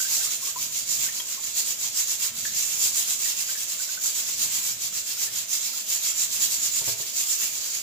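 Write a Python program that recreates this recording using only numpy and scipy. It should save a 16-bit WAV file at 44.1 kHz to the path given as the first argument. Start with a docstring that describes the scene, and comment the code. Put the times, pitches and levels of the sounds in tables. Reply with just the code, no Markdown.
"""Coconut milk is wrung from a wet cloth full of grated coconut in a small, hard-walled kitchen.
From the start, quick scrubbing strokes rasp close by, about seven a second, as fibres catch and slip.
Milk drips through a strainer into a pot, trapping bubbles that ring; each squeeze rumbles softly.
The clear drops thin out, and near the end a vessel is knocked and rings dully.
The scrubbing carries on to the last, over faint room air and hum."""
import sys
import numpy as np
from scipy import signal
from scipy.fft import rfft, irfft, next_fast_len
from scipy.io import wavfile
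from scipy.ndimage import uniform_filter1d

SR = 44100
rng = np.random.default_rng(int(sys.argv[2]) if len(sys.argv) > 2 else 0)


def output_pcm(signal):
    """Save a mono or channel-first signal as 16-bit PCM at the path in sys.argv[1].

    Samples are clipped to [-1, 1] before scaling.
    """
    pcm = np.clip(np.atleast_2d(signal).T, -1, 1) * 32767
    wavfile.write(sys.argv[1], SR, np.round(pcm).astype(np.int16))


N = 344862
TIME = np.arange(N) / SR


def scrubbing(level_db=0.5, rest_db=-38.5, usual_db=-25, coarse_per_db=0.29, coarse_hz=5200):
    """Each stroke swells and fades with its speed; the contact never quite rests between strokes."""
    # stereo lean of the rasp: (frequency [Hz], left minus right [dB])
    balance = [(500, 0), (2400, 4), (3400, -1), (5000, -3), (6200, -3.5), (7200, -7.5), (8200, 2),
               (9000, 1.5), (15400, -2.5)]
    rows = strokes()
    # light strokes carry a larger share of low rasp, hard ones a smaller share
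    low_rows = [(s, db + coarse_per_db * (usual_db - db), length) for s, db, length in rows]
    rasp = fibre_rasp()
    low = signal.sosfiltfilt(signal.butter(3, coarse_hz, fs=SR, output="sos"), rasp)
    stroked = low * swells(low_rows, rest_db) + (rasp - low) * swells(rows, rest_db)
    left, right = kitchen(stroked, near_db=-4.5, room_db=-6.5)
    return amp(level_db) * np.array([coloured(left, balance, 1 / 2), coloured(right, balance, -1 / 2)])


def strokes(tiring=0.75, snap_per_db=0.0482):
    """The pace holds through a bout while the force slides: rows of (middle [s], level [dB], length [s])."""
    # bouts of scrubbing, many starting hard and tiring: (first stroke [s], last stroke [s],
    # strokes [count], first level [dB], last level [dB], base stroke length [s])
    bouts = [(0.005, 0.146, 2, -22.8, -20.7, .098), (0.243, 0.329, 2, -22.8, -25.4, .064),
             (0.466, 0.777, 3, -25.5, -26.7, .087), (0.928, 1.035, 2, -23.3, -21.5, .078),
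             (1.172, 1.465, 3, -27.6, -28.8, .088), (1.588, 1.694, 2, -20.7, -23.4, .063),
             (1.842, 1.992, 2, -24.7, -22.2, .077), (2.116, 2.24, 2, -24, -23.3, .074),
             (2.391, 2.466, 2, -27.9, -27.3, .06), (2.598, 2.718, 2, -23.2, -25.5, .105),
             (2.843, 2.989, 2, -18.3, -20.5, .078), (3.108, 3.24, 2, -21.8, -23.3, .077),
             (3.3, 3.924, 7, -24, -28.5, .071), (4.066, 4.303, 3, -22.3, -26.2, .08),
             (4.428, 4.677, 3, -20.3, -24, .08), (4.842, 5.104, 3, -26.3, -26.5, .072),
             (5.226, 5.376, 2, -22.5, -26.5, .082), (5.541, 5.772, 3, -22.5, -28.3, .08),
             (5.929, 6.212, 3, -22.4, -21.7, .081), (6.346, 6.435, 2, -23.8, -18.4, .06),
             (6.536, 6.888, 4, -22.2, -22.4, .073), (7.008, 7.083, 2, -27.6, -30.7, .056),
             (7.196, 7.437, 3, -23, -22.3, .081), (7.556, 7.757, 3, -28.8, -27.5, .088)]
    rows = []
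    for first, last, count, first_db, last_db, length in bouts:
        for along in np.linspace(0, 1, count):
            db = first_db + (last_db - first_db) * along ** tiring  # the force changes most early on
            snap = np.exp(snap_per_db * ((first_db + last_db) / 2 - db))  # harder strokes are quicker
            rows.append((first + (last - first) * along, db, length * snap))
    return rows


def fibre_rasp(ring_db=-12.5, ring_t60=0.08, chatter_db=0.65, chatter_s=0.0048):
    """Fibres catch and let go in clumps; every slip also sets a few thin metallic modes ringing."""
    # bright colour of the rasp: (frequency [Hz], gain [dB])
    colour = [(200, -31), (850, -26), (1200, -23.5), (1850, -21), (2300, -15.5), (4800, -7.5), (5600, -7),
              (7100, -1), (8000, -4), (9000, -12.5), (15400, -9)]
    # metallic modes under the strokes: (frequency [Hz], relative level [dB])
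    modes = [(6353, -14), (6492, -1), (6824, 1.5), (7199, -7), (7331, 10.5)]
    clumps = evened(uniform_filter1d(rng.standard_normal(N), round(chatter_s * SR)))
    slips = evened(snags(per_s=12000, spread_db=3.0) * amp(chatter_db * clumps))
    t = TIME[:SR // 5]
    ping = sum(amp(db - 60 * t / ring_t60) * np.sin(2 * np.pi * hz * t) for hz, db in modes)
    ring = evened(signal.oaconvolve(slips, ping[None], axes=1)[:, :N])
    return evened(shifting_pressure(coloured(slips, colour))) + amp(ring_db) * ring


def snags(per_s, spread_db):
    """Tiny slips of fibres: random clicks, a few much larger than the rest."""
    size = amp(spread_db * np.minimum(rng.exponential(1, (2, N)), 4))
    return evened(size * rng.choice([-1, 1], (2, N)) * (rng.random((2, N)) < per_s / SR))


def shifting_pressure(x, patchy_db=1.3, patch_frames=20, patch_bins=5):
    """The colour drifts in patches as the pressure moves over the wet surface."""
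    spectra = signal.stft(x, nperseg=256)[2]
    _, bins, frames = spectra.shape
    drift = uniform_filter1d(rng.standard_normal((frames, bins)), patch_frames, axis=0)
    patches = evened(uniform_filter1d(drift, patch_bins, axis=1))
    return signal.istft(spectra * amp(patchy_db * patches.T), nperseg=256)[1][:, :N]


def dripping(level_db=3.5, left_db=1.0, small_db=-48.5, low_hz=800, high_hz=2600):
    """Milk falls into the pot: clear plinks over a patter of small drops."""
    # drops that trap a bubble: (time [s], relative level [dB], starting pitch [Hz])
    drops = [(.001, -30, 1507), (.049, -32.5, 1615), (.114, -43, 870), (.176, -46, 674),
             (.206, -38.5, 1570), (.265, -42, 1240), (.425, -44, 1053), (.486, -42.5, 1145),
             (.558, -33, 970), (1.064, -40, 1550), (1.087, -36, 1800), (1.199, -23.5, 3210),
             (1.375, -42.5, 1060), (2.451, -25.5, 1703), (3.257, -33, 1845), (3.490, -34, 1580),
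             (3.553, -32, 1690), (3.798, -42, 1490), (3.888, -40.5, 1510), (3.973, -36.5, 1505),
             (5.275, -37, 1730)]
    milk = np.zeros(N)
    for s, db, hz in drops:
        add(milk, s, bubble(db, hz, t60=0.1 * (1000 / hz) ** 1.1))  # smaller, higher bubbles die sooner
    for when, size, pitch in rng.random((70, 3)):
        hz = low_hz * (high_hz / low_hz) ** pitch
        add(milk, when * N / SR, 2 * size * bubble(small_db, hz, t60=0.038))
    return kitchen(milk, near_db=0, room_db=-9.5, paths=2) * amp([[level_db + left_db], [level_db - left_db]])


def bubble(db, hz, t60, surfacing_s=0.072, onset_s=0.00088, splash_db=-8, splash_s=0.0036):
    """A soft splash, then the trapped bubble rings and chirps upward as it nears the surface."""
    t = TIME[:SR // 5]
    pitch = hz * (1 + np.minimum((t / surfacing_s) ** 2, 1 / 3))
    tone = amp(-60 * t / t60) * np.sin(2 * np.pi * np.cumsum(pitch) / SR)
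    band = signal.butter(1, [hz / 2, hz * 2], "band", fs=SR, output="sos")
    splash = evened(signal.sosfilt(band, rng.standard_normal(len(t)))) * np.exp(-t / splash_s)
    return amp(db) * (1 - np.exp(-t / onset_s)) * (tone + amp(splash_db) * splash)


def knocking(thud_t60=0.11, thud_hz=1050, rise_s=0.0029):
    """Blows ring the vessel's modes with a short thud; a softer, longer contact dulls the high ones."""
    # knocks on the vessel: (time [s], relative level [dB], contact time [s])
    knocks = [(6.812, -41, .0001), (6.874, -33.5, 0.00048), (6.883, -37.5, 0.00068), (6.995, -40, 0.00068)]
    # modes of the vessel: (frequency [Hz], relative level [dB], t60 [s])
    modes = [(111, -4.5, 0.51), (130, 1, .15), (371, 0, 0.16), (430, -3.5, 0.35), (526, 8, 0.067),
             (667, -5, 0.38), (924, 11, 0.074)]
    out, t = np.zeros(N), TIME[:SR // 2]
    body = signal.butter(3, [modes[0][0], thud_hz], "band", fs=SR, output="sos")
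    for s, db, contact in knocks:
        ring = sum(amp(mode_db - 60 * t / t60) * np.sin(2 * np.pi * hz * t) / (1 + (2 * hz * contact) ** 2)
                   for hz, mode_db, t60 in modes)
        thud = evened(signal.sosfilt(body, rng.standard_normal(len(t)))) * amp(-60 * t / thud_t60)
        add(out, s, amp(db) * (1 - np.exp(-t / rise_s)) * (ring + thud) / 2)
    return kitchen(out, near_db=-15, room_db=-12, paths=2)


def wringing(hold_db=-65.5, right_db=1.5):
    """Hands knead the cloth: a low rumble that swells with each squeeze."""
    # dark colour of the kneading: (frequency [Hz], gain [dB])
    colour = [(20, -33), (60, -11), (85, -8), (112, 0), (170, -4.5), (230, -5), (320, -14.5), (2000, -31.5)]
    # squeezes of the cloth: (middle [s], level [dB], length [s])
    squeezes = [(.2, -59.5, .35), (.66, -55, 0.17), (.97, -53, 0.17), (1.8, -64, .4), (2.42, -54.5, .28),
                (2.9, -58, 0.39), (4.46, -55, 0.22), (4.82, -57, 0.29), (5.37, -59.5, 0.23),
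                (6.6, -58, 0.55)]
    return centred_noise(colour) * swells(squeezes, hold_db) * amp([[-right_db], [right_db]])


def hum(waver_hz=1.4):
    """Faint low tones, each wavering a little in pitch."""
    # tones of the hum: (frequency [Hz], level [dB])
    tones = [(107.7, -77), (226.1, -73.5), (656.8, -69.5)]
    wavers = evened(uniform_filter1d(rng.standard_normal((len(tones), N)), SR // 10))
    return sum(amp(db) * evened(np.sin(2 * np.pi * np.cumsum(hz + waver_hz * waver) / SR))
               for (hz, db), waver in zip(tones, wavers))


def room_air(level_db=-58):
    """The air of the room: a soft, steady bed of noise."""
    # colour of the room tone: (frequency [Hz], gain [dB])
    colour = [(20, -23), (100, -3), (250, 3.5), (330, -3), (640, 4.5), (800, -26), (1500, -4),
              (15000, -17.5)]
    return amp(level_db) * centred_noise(colour)


def kitchen(x, near_db, room_db, paths=4, move_hz=1.7, near_delay_s=0.0012, room_delay_s=0.006):
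    """Direct sound, quick reflections from pots and counter, then the tail of the room."""
    # decay of the hard-walled room: (frequency [Hz], t60 [s])
    room_decay = [(150, 0.16), (1000, 0.76), (6000, 0.2), (15000, 0.11)]
    near_decay = [(1, 0.037)]  # the same short t60 in every band
    out = x * np.ones((2, 1))
    for k in range(paths):
        # moving arms change the paths: several sets of reflections take turns
        turn = (move_hz * TIME + k / paths) % 1 * paths
        share = np.sin(np.pi / 2 * turn) * (turn < 2)
        near = amp(near_db) * reflections(near_decay, near_delay_s)
        room = amp(room_db) * reflections(room_decay, room_delay_s)
        out += signal.oaconvolve(np.atleast_2d(x * share), near + room, axes=1)[:, :N]
    return out / np.sqrt(1 + amp(near_db) ** 2 + amp(room_db) ** 2)


def reflections(decay, delay_s):
    """A left and a right train of echoes, of energy 1, each band dying at its own speed."""
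    hz, t, spectra = signal.stft(rng.standard_normal((2, 16384)), SR, nperseg=128)
    tail = signal.istft(spectra * amp(-60 * t / read(decay, hz)[:, None]), SR, nperseg=128)[1]
    return np.roll(tail / np.linalg.norm(tail, axis=1, keepdims=True), round(delay_s * SR), axis=1)


def centred_noise(colour, side_db=-21):
    """Coloured noise, nearly alike left and right."""
    mid, side = coloured(rng.standard_normal((2, N)), colour)
    return evened(np.array([mid + amp(side_db) * side, mid - amp(side_db) * side]))


def swells(rows, rest_db):
    """Smooth rises and falls over a resting level, from rows of (middle [s], level [dB], length [s])."""
    t = TIME[::32]
    power = sum(amp(db) ** 2 * np.exp(-(2 * (t - s) / length) ** 2) for s, db, length in rows)
    return np.interp(TIME, t, np.sqrt(amp(rest_db) ** 2 + power))


def coloured(x, curve, depth=1):
    """Equalises by a dB curve, scaled by depth."""
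    size = next_fast_len(N, True)
    gain = amp(depth * read(curve, np.fft.rfftfreq(size, 1 / SR)))
    return irfft(rfft(x, size) * gain, size)[..., :N]


def read(curve, hz):
    """Reads a table on a log-frequency axis."""
    curve_hz, value = np.transpose(curve)
    return np.interp(np.log(hz + 1), np.log(curve_hz + 1), value)


def add(mix, s, sound):
    """Mixes a sound in at time s."""
    part = mix[round(s * SR):][:len(sound)]
    part += sound[:len(part)]


def amp(db):
    """Decibels to amplitude."""
    return 10 ** (np.asarray(db) / 20)


def evened(x):
    """Scales to rms 1."""
    return x / np.sqrt(np.mean(x ** 2) + 1e-20)


def scene():
    """Scrubbing up front; drips, knocks and wringing behind it; hum and air underneath."""
    return scrubbing() + dripping() + knocking() + wringing() + hum() + room_air()


def record(dry):
    """A steep high cut takes off the very top of the treble."""
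    high_cut = signal.firwin(1023, 15520, window=("kaiser", 9), fs=SR)
    return signal.oaconvolve(dry, high_cut[None], "same")


dry = scene()
out = record(dry)
output_pcm(out)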